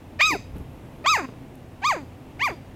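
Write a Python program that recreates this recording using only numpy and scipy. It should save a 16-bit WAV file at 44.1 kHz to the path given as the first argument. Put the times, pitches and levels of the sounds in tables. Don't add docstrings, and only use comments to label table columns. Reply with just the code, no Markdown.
import sys
import numpy as np
from scipy import signal
from scipy.fft import rfft, irfft
from scipy.io import wavfile
from scipy.ndimage import uniform_filter1d

SR = 44100
rng = np.random.default_rng(int(sys.argv[2]) if len(sys.argv) > 2 else 0)


def volts_from_db(level):
    exponent = np.asarray(level, float) / 20
    return 10 ** exponent


def generate_wav(signal):
    frames = np.transpose(np.atleast_2d(signal))
    scaled = np.clip(frames, -1, 1) * 32767
    pcm = np.round(scaled).astype(np.int16)
    wavfile.write(sys.argv[1], SR, pcm)


N = 121275

# start_s, jaw_closes_s, mid_db (3-8 kHz), top_db (above 8 kHz), hiss_db
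YAP_COLOURS = [
    (0, 0.266, 5, -8, -26),
    (.8, 1.113, -1, -15.5, -31.5),
    (1.5, 1.881, -6, -20.5, -36.5),
    (2.2, 2.434, -4, -15, -31),
]
# hollow_db, puff_db, softening_db_per_octave, rise_dulling_share (0-1), room_send_db
JAW_CLOSINGS = [
    (-21.5, -37, 0, 0.26, 3),
    (-20, -18, 1, 0.76, -0.5),
    (-7.5, -21, 5, 0.36, -2),
    (-6.5, -24, 4, 0.13, -0.5),
]
# start_s, length_s, cycles_per_pattern, depth (0-1)
SKIPPED_BEATS = [
    (0.208, .028, 3, 0.16),
    (1.817, 0.017, 2, 0.4),
    (1.056, 0.0086, 2, 0.8),
    (1.203, 0.022, 2, 0.3),
    (2.391, 0.012, 2, 0.15),
    (2.495, 0.025, 2, 0.15),
]


def rms_one(x):
    return x / np.sqrt(np.mean(x ** 2) + 1e-20)


def ramp(x):
    return np.clip(x, 0, 1)


def in_time(rows):
    s, *columns = np.transpose(rows)
    return [np.interp(np.arange(N) / SR, s, c) for c in columns]


def at_hz(points, hz):
    hz_points, db_points = np.transpose(points)
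    return np.interp(np.log(hz), np.log(hz_points), db_points)


def drift(rate_hz):
    r = np.exp(-2 * np.pi * rate_hz / SR)
    settle = 9999
    noise = rng.standard_normal(N + settle)
    return rms_one(signal.lfilter([1], [1, -2 * r, r * r], noise)[settle:])


def band(x, low_hz, high_hz):
    sos = signal.butter(2, [low_hz, min(high_hz, .45 * SR)], "band", fs=SR, output="sos")
    return signal.sosfilt(sos, x)


def band_noise(low_hz, high_hz):
    return rms_one(band(rng.standard_normal(N), low_hz, high_hz))


def coloured(spectrum):
    hz = np.maximum(np.arange(N // 2 + 1) * SR / N, 1)
    return rms_one(irfft(rfft(rng.standard_normal(N)) * volts_from_db(at_hz(spectrum, hz)) * (hz > 18), N))


def window(start_s, length_s, edge_s):
    t = np.arange(N) / SR
    return ramp(np.minimum(t - start_s, start_s + length_s - t) / edge_s + .5)


def clicks(rows):
    out = np.full(N, 1e-18)
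    for s, db in rows:
        out[int(s * SR)] = volts_from_db(db)
    return out


def bell(hz, centre_hz, octaves):
    return np.exp(-(np.log2(hz / centre_hz) / octaves) ** 2)


def per_yap(table):
    yap = np.searchsorted(np.array(YAP_COLOURS)[:, 0], np.arange(N) / SR, "right") - 1
    return np.array(table)[yap].T


def background():
    # hz, level_db (per Hz)
    floor = [(45, -5.5), (129, -4), (222, -6.5), (254, -2.5), (380, -9.5), (900, -16), (1350, -25),
             (2700, -27), (4600, -38.5), (15600, -47.5)]
    # centre_hz, width_hz, level_db
    hum = [
        (88, 6.1, -51.5),
        (123.4, 38, -50),
        (250.8, 14, -56),
    ]
    drone = sum(volts_from_db(db) * band_noise(hz - w / 2, hz + w / 2) for hz, w, db in hum)
    floor_db = -45 + .5 * drift(1.1)
    hiss = volts_from_db(-69) * rng.standard_normal(N)
    return volts_from_db(floor_db) * coloured(floor) + drone + hiss


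def bedding():
    # start_s, length_s, level_db
    presses = [
        (0.357, 0.073, -47),
        (0.55, 0.029, -33.5),
        (0.593, 0.026, -37.5),
    ]
    # start_s, peak_db
    fabric_ticks = [
        (.527, -62),
        (.566, -48),
        (.583, -44),
        (1.555, -47),
    ]
    # time_s, level_db
    sliding = [(.54, -84), (.57, -66), (.66, -76), (.85, -75), (1.0, -75), (1.1, -95)]
    # time_s, rumble_db
    settling = [(0, -58), (.3, -49), (.6, -40.5), (1.0, -65), (1.3, -68)]
    lumps = band_noise(13, 255) + 0.071 * rms_one(band(rng.standard_normal(N), 300, 2510))
    bumps = lumps * sum(volts_from_db(db) * window(s, length, 0.026) for s, length, db in presses)
    rumble = volts_from_db(in_time(settling)[0]) * band_noise(25, 85)
    tick_noise = signal.lfilter([1], [1, -.985], clicks(fabric_ticks)) * rng.standard_normal(N)
    rub_hz, rub_width_hz = 11500, 1240
    rub = band_noise(rub_hz - rub_width_hz / 2, rub_hz + rub_width_hz / 2)
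    rub = rub * volts_from_db(in_time(sliding)[0] + 2.6 * drift(20.5))
    return bumps + rumble + band(tick_noise, 7480, 15000) + rub


def room(x):
    t60_s, level_db, low_hz = 0.33, -18, 2830
    t = np.arange(SR // 2) / SR
    tail = rng.standard_normal(len(t)) * volts_from_db(-60 * t / t60_s) * ramp(t / 0.011 - .3)
    tail = band(tail, low_hz, 9000) + .6 * band(tail, 4500, 5400)
    return volts_from_db(level_db) * signal.fftconvolve(x, tail / np.sqrt(np.sum(tail ** 2)))[:N]


def rattle():
    # time_s, rate_hz, level_db
    flaps = [(0.299, 382, -52), (0.306, 358, -30), (.316, 335, -35), (.328, 304, -25), (0.343, 280, -31),
             (0.347, 403, -32.5), (0.356, 406, -23.5), (0.365, 393, -34.5), (0.372, 375, -35)]
    rate, db = in_time(flaps)
    cycles = np.cumsum(rate * (1 + 0.03 * drift(118))) / SR
    phase = 2 * np.pi * cycles
    flap = np.sin(phase) + .1 * np.sin(2 * phase) + .2 * np.sin(2.5 * phase)
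    flap = flap * (1 + .4 * np.cos(phase / 2))
    start_s, end_s = flaps[0][0], flaps[-1][0]
    return flap * volts_from_db(db + 2 * drift(120)) * window(start_s, end_s - start_s, .004)


def creaks():
    # start_s, peak_db
    fold_pulses = [
        (1.288, -25),
        (1.2925, -25),
        (1.323, -29),
        (1.337, -31),
    ]
    hit = signal.lfilter([.25], [1, -.75], -clicks(fold_pulses))
    return 30 * band(hit, 120, 450) + 7 * band(hit, 700, 1200) + 2.5 * band(hit, 1800, 2700)


def colour(hz):
    # hz, gain_db
    throat = [(250, -5), (600, 6), (1200, -0.5), (2000, -1.5), (2800, -1.5), (3100, -5.5), (3900, -6.5),
              (5000, -10.5)]
    # hz, gain_db
    head = [(5000, 0.5), (5450, -10.5), (6300, -1.5), (7700, -11), (9100, -9.5), (11300, -10.5),
            (13800, -9), (15400, -14)]
    return volts_from_db(at_hz(throat, hz) + at_hz(head, hz))


def fold_motion():
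    # time_s, pitch_hz, level_db, mouth_lift_db
    arches = [
        [(0.21, 1002, -15, 10.5), (0.216, 1166, -14, 12), (0.227, 1229, -16, 16.5), (0.25, 1251, -17, 12.5),
         (0.266, 1301, -20.5, 4), (0.305, 1196, -23.5, 5.5), (0.323, 985, -24, 5), (0.352, 744.2, -31, -5),
         (0.369, 638, -40, -4)],
        [(1.062, 1030, -19, -4.5), (1.08, 1187, -16.5, -5.5), (1.106, 1318, -17.5, -9),
         (1.112, 1295, -18.5, -7.5), (1.136, 1182, -18.5, -2), (1.158, 905, -21, 6.5), (1.168, 831, -22.5, 2),
         (1.173, 695, -28, 0), (1.177, 515, -27, 9)],
    ]
    # time_s, pitch_hz, level_db, mouth_lift_db
    soft_arches = [
        [(1.818, 740, -43, -18), (1.834, 791.4, -30, 8), (1.85, 1051, -19.5, -8), (1.878, 1280, -21, -9.5),
         (1.904, 1101, -19, -6.5), (1.916, 937, -21, 1), (1.932, 683, -26.5, -2), (1.95, 569.3, -30.5, -1),
         (1.962, 496, -34, -1)],
        [(2.394, 680, -36, 8), (2.404, 801, -33, 12), (2.42, 1000, -21.5, 10), (2.436, 1160, -21.5, 6.5),
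         (2.448, 1238, -21, 1.5), (2.47, 1019, -24, 1.5), (2.482, 807, -25, -0.5), (2.492, 636.5, -30.5, 2),
         (2.5, 505, -31.5, 4)],
    ]
    # time_s, pitch_hz, level_db, mouth_lift_db
    chest = [
        [(.191, 552.6, -40, 7), (.199, 603, -22, 15.5), (.2055, 613, -20, 14)],
        [(1.041, 590, -42, 2), (1.05, 617, -27, 7.5), (1.058, 681, -30.5, -1.5)],
        [(1.182, 449, -26, 0.5), (1.2, 379, -28.5, 1.5), (1.214, 322, -31.5, 4), (1.226, 283.5, -35.5, 3),
         (1.236, 273.6, -34.5, 2), (1.248, 258, -31.5, 1), (1.257, 231, -34.5, 8)],
        [(1.968, 344, -31, 6.5), (1.99, 304.4, -38, 10.5), (2.04, 241, -43.5, -6)],
        [(2.506, 427.5, -33.5, 7.5), (2.516, 367, -32, -3), (2.53, 329.2, -39.5, -4), (2.545, 310.8, -44, -11)],
    ]
    parts = sorted(list(arches) + list(soft_arches) + list(chest), key=lambda rows: rows[0][0])
    pitch, db, mouth_db = in_time([row for rows in parts for row in rows])
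    glide_s, arch_glide_s, close_s = 0.0058, .016, 0.0012
    quick = uniform_filter1d(pitch, int(glide_s * SR) + 1)
    slow = uniform_filter1d(pitch, int(arch_glide_s * SR) + 1)
    pitch = quick + (slow - quick) * ramp((quick - 1000) / 150)
    spans = [(chest[0], arches[0]), (chest[1], chest[2]), (soft_arches[0], chest[3]),
             (soft_arches[1], chest[4])]
    gate = sum(window(a[0][0], b[-1][0] - a[0][0], close_s) for a, b in spans)
    return pitch, uniform_filter1d(db, int(glide_s * SR)), mouth_db, gate


def harmonics(on, pitch, mouth_db, cycles, closing):
    # palate_db, slack_throat_db, breathiness_db
    rings = [
        (3.5, 3, 1),
        (-0.5, 9.5, 3.5),
        (-4, 6, 3),
        (5, 4, 3),
    ]
    pitch, mouth_db, cycles, closing = pitch[on], mouth_db[on], cycles[on], closing[on]
    _, _, mid_db, top_db, _ = per_yap(YAP_COLOURS)[:, on]
    hollow_db, _, soft_db, rise_share, _ = per_yap(JAW_CLOSINGS)[:, on]
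    palate_db, throat_db, _ = per_yap(rings)[:, on]
    slackness = (1200 - pitch) / 700
    soft = closing * ramp((590 - pitch) / 250)
    top_db = top_db - 17 * ramp(slackness) * (1 - closing)
    dulling_db = 22 * (rise_share + (1.5 - rise_share) * closing) * np.clip(slackness, 0, 2)
    waver_db = [2.5 * drift(38)[on] for _ in range(6)]
    tone, power = 0, 0
    for k in range(1, 36):
        hz = k * pitch
        gain_db = mouth_db * bell(hz, 2044, 0.58)
        gain_db = gain_db - dulling_db * ramp(np.log2(hz / 2500) * 2)
        gain_db += np.where(hz > 8200, top_db, mid_db * ramp(hz / 1000 - 2.5))
        gain_db += 28 * ramp(2 - hz / 200)
        gain_db -= soft_db * soft * np.maximum(np.log2(hz / 370), 0)
        gain_db += palate_db * bell(hz, 5300, .12)
        gain_db += throat_db * soft * bell(hz, 1000, 0.21)
        gain_db += hollow_db * closing * bell(hz, 3383, 0.23)
        if k > 2:
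            gain_db += waver_db[k % 6]
        gain = colour(hz) * volts_from_db(gain_db) * ramp((16500 - hz) / 2200)
        lag = np.maximum(np.log2(hz / 1500), 0) + 1.9 * soft * np.log2(k)
        tone = tone - gain * np.cos(2 * np.pi * k * cycles - lag)
        power = power + gain ** 2 / 2
    out = np.zeros(N)
    out[on] = tone / np.sqrt(power)
    return out


def skip_beats(tone, cycles):
    for s, length, count, depth in SKIPPED_BEATS:
        beat = np.cos(2 * np.pi * cycles / count)
        tone = tone + band(tone * depth * window(s, length, 0.0023) * beat, 1050, 6200)
    return tone


def breath_noise(pitch, cycles, slack, closing):
    # palate_db, slack_throat_db, breathiness_db
    rings = [
        (3.5, 3, 1),
        (-0.5, 9.5, 3.5),
        (-4, 6, 3),
        (5, 4, 3),
    ]
    hiss_db, puff_db, breathy_db = per_yap(YAP_COLOURS)[4], per_yap(JAW_CLOSINGS)[1], per_yap(rings)[2]
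    hz = np.arange(N // 2 + 1) * SR / N + 1
    tilt = np.clip(hz / 1500, 0, 3.0) ** 2.2
    air = irfft(rfft(rng.standard_normal(N)) * colour(hz) * tilt, N)
    flip_s, flip_length_s = SKIPPED_BEATS[0][:2]
    breath = (1 + 1.3 * window(flip_s, flip_length_s, 0.009)) * rms_one(band(air, 300, 6800))
    breath = breath * (1 + 0.46 * np.cos(2 * np.pi * cycles))
    clear_db, chest_db = -31, -25
    breath_db = breathy_db + clear_db + (chest_db - clear_db) * slack
    breath = breath * volts_from_db(breath_db - 0.039 * np.maximum(450 - pitch, 0))
    hiss = rms_one(band(air, 9800, 12100)) + 0.93 * rms_one(band(air, 12600, 14600))
    hiss = hiss * (0.25 + closing * ramp(slack * 32.0))
    hiss = hiss * volts_from_db(hiss_db - 0.026 * np.maximum(500 - pitch, 0))
    puff = closing * ramp(slack * 3.83) * rms_one(band(air, 5830, 7900))
    puff = puff * volts_from_db(puff_db - 0.021 * np.maximum(650 - pitch, 0))
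    return breath + hiss + puff


def voice():
    pitch, db, mouth_db, gate = fold_motion()
    slack = ramp((1200 - pitch) / 700)
    jitter = .003 * (1 + 8.17 * slack ** 2)
    cycles = np.cumsum(pitch * (1 + jitter * drift(152.7))) / SR
    jaw_s = per_yap(YAP_COLOURS)[1]
    closing = ramp((np.arange(N) / SR - jaw_s) / 0.0026)
    tone = skip_beats(harmonics(gate > 0, pitch, mouth_db, cycles, closing), cycles)
    shimmer_db = .35 * (1 + 3 * slack ** 2) * np.clip(drift(150), -2, 1.5)
    return (tone + breath_noise(pitch, cycles, slack, closing)) * gate * volts_from_db(db + shimmer_db)


def scene():
    dog = voice() + rattle() + creaks()
    send_db = per_yap(JAW_CLOSINGS)[-1]
    duck_db, duck_s = -3.5, 0.01
    loudness = uniform_filter1d(np.abs(dog), int(duck_s * SR))
    duck = volts_from_db(duck_db * ramp(loudness / 0.18))
    return (dog + room(dog * volts_from_db(send_db)) + bedding() + duck * background())[None]


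def low_pass(x):
    return signal.sosfilt(signal.butter(12, 15780, fs=SR, output="sos"), x)


def record(dry):
    mix = 0.74 * np.tanh(dry / 0.68)
    return low_pass(mix)


dry = scene()
out = record(dry)
generate_wav(out)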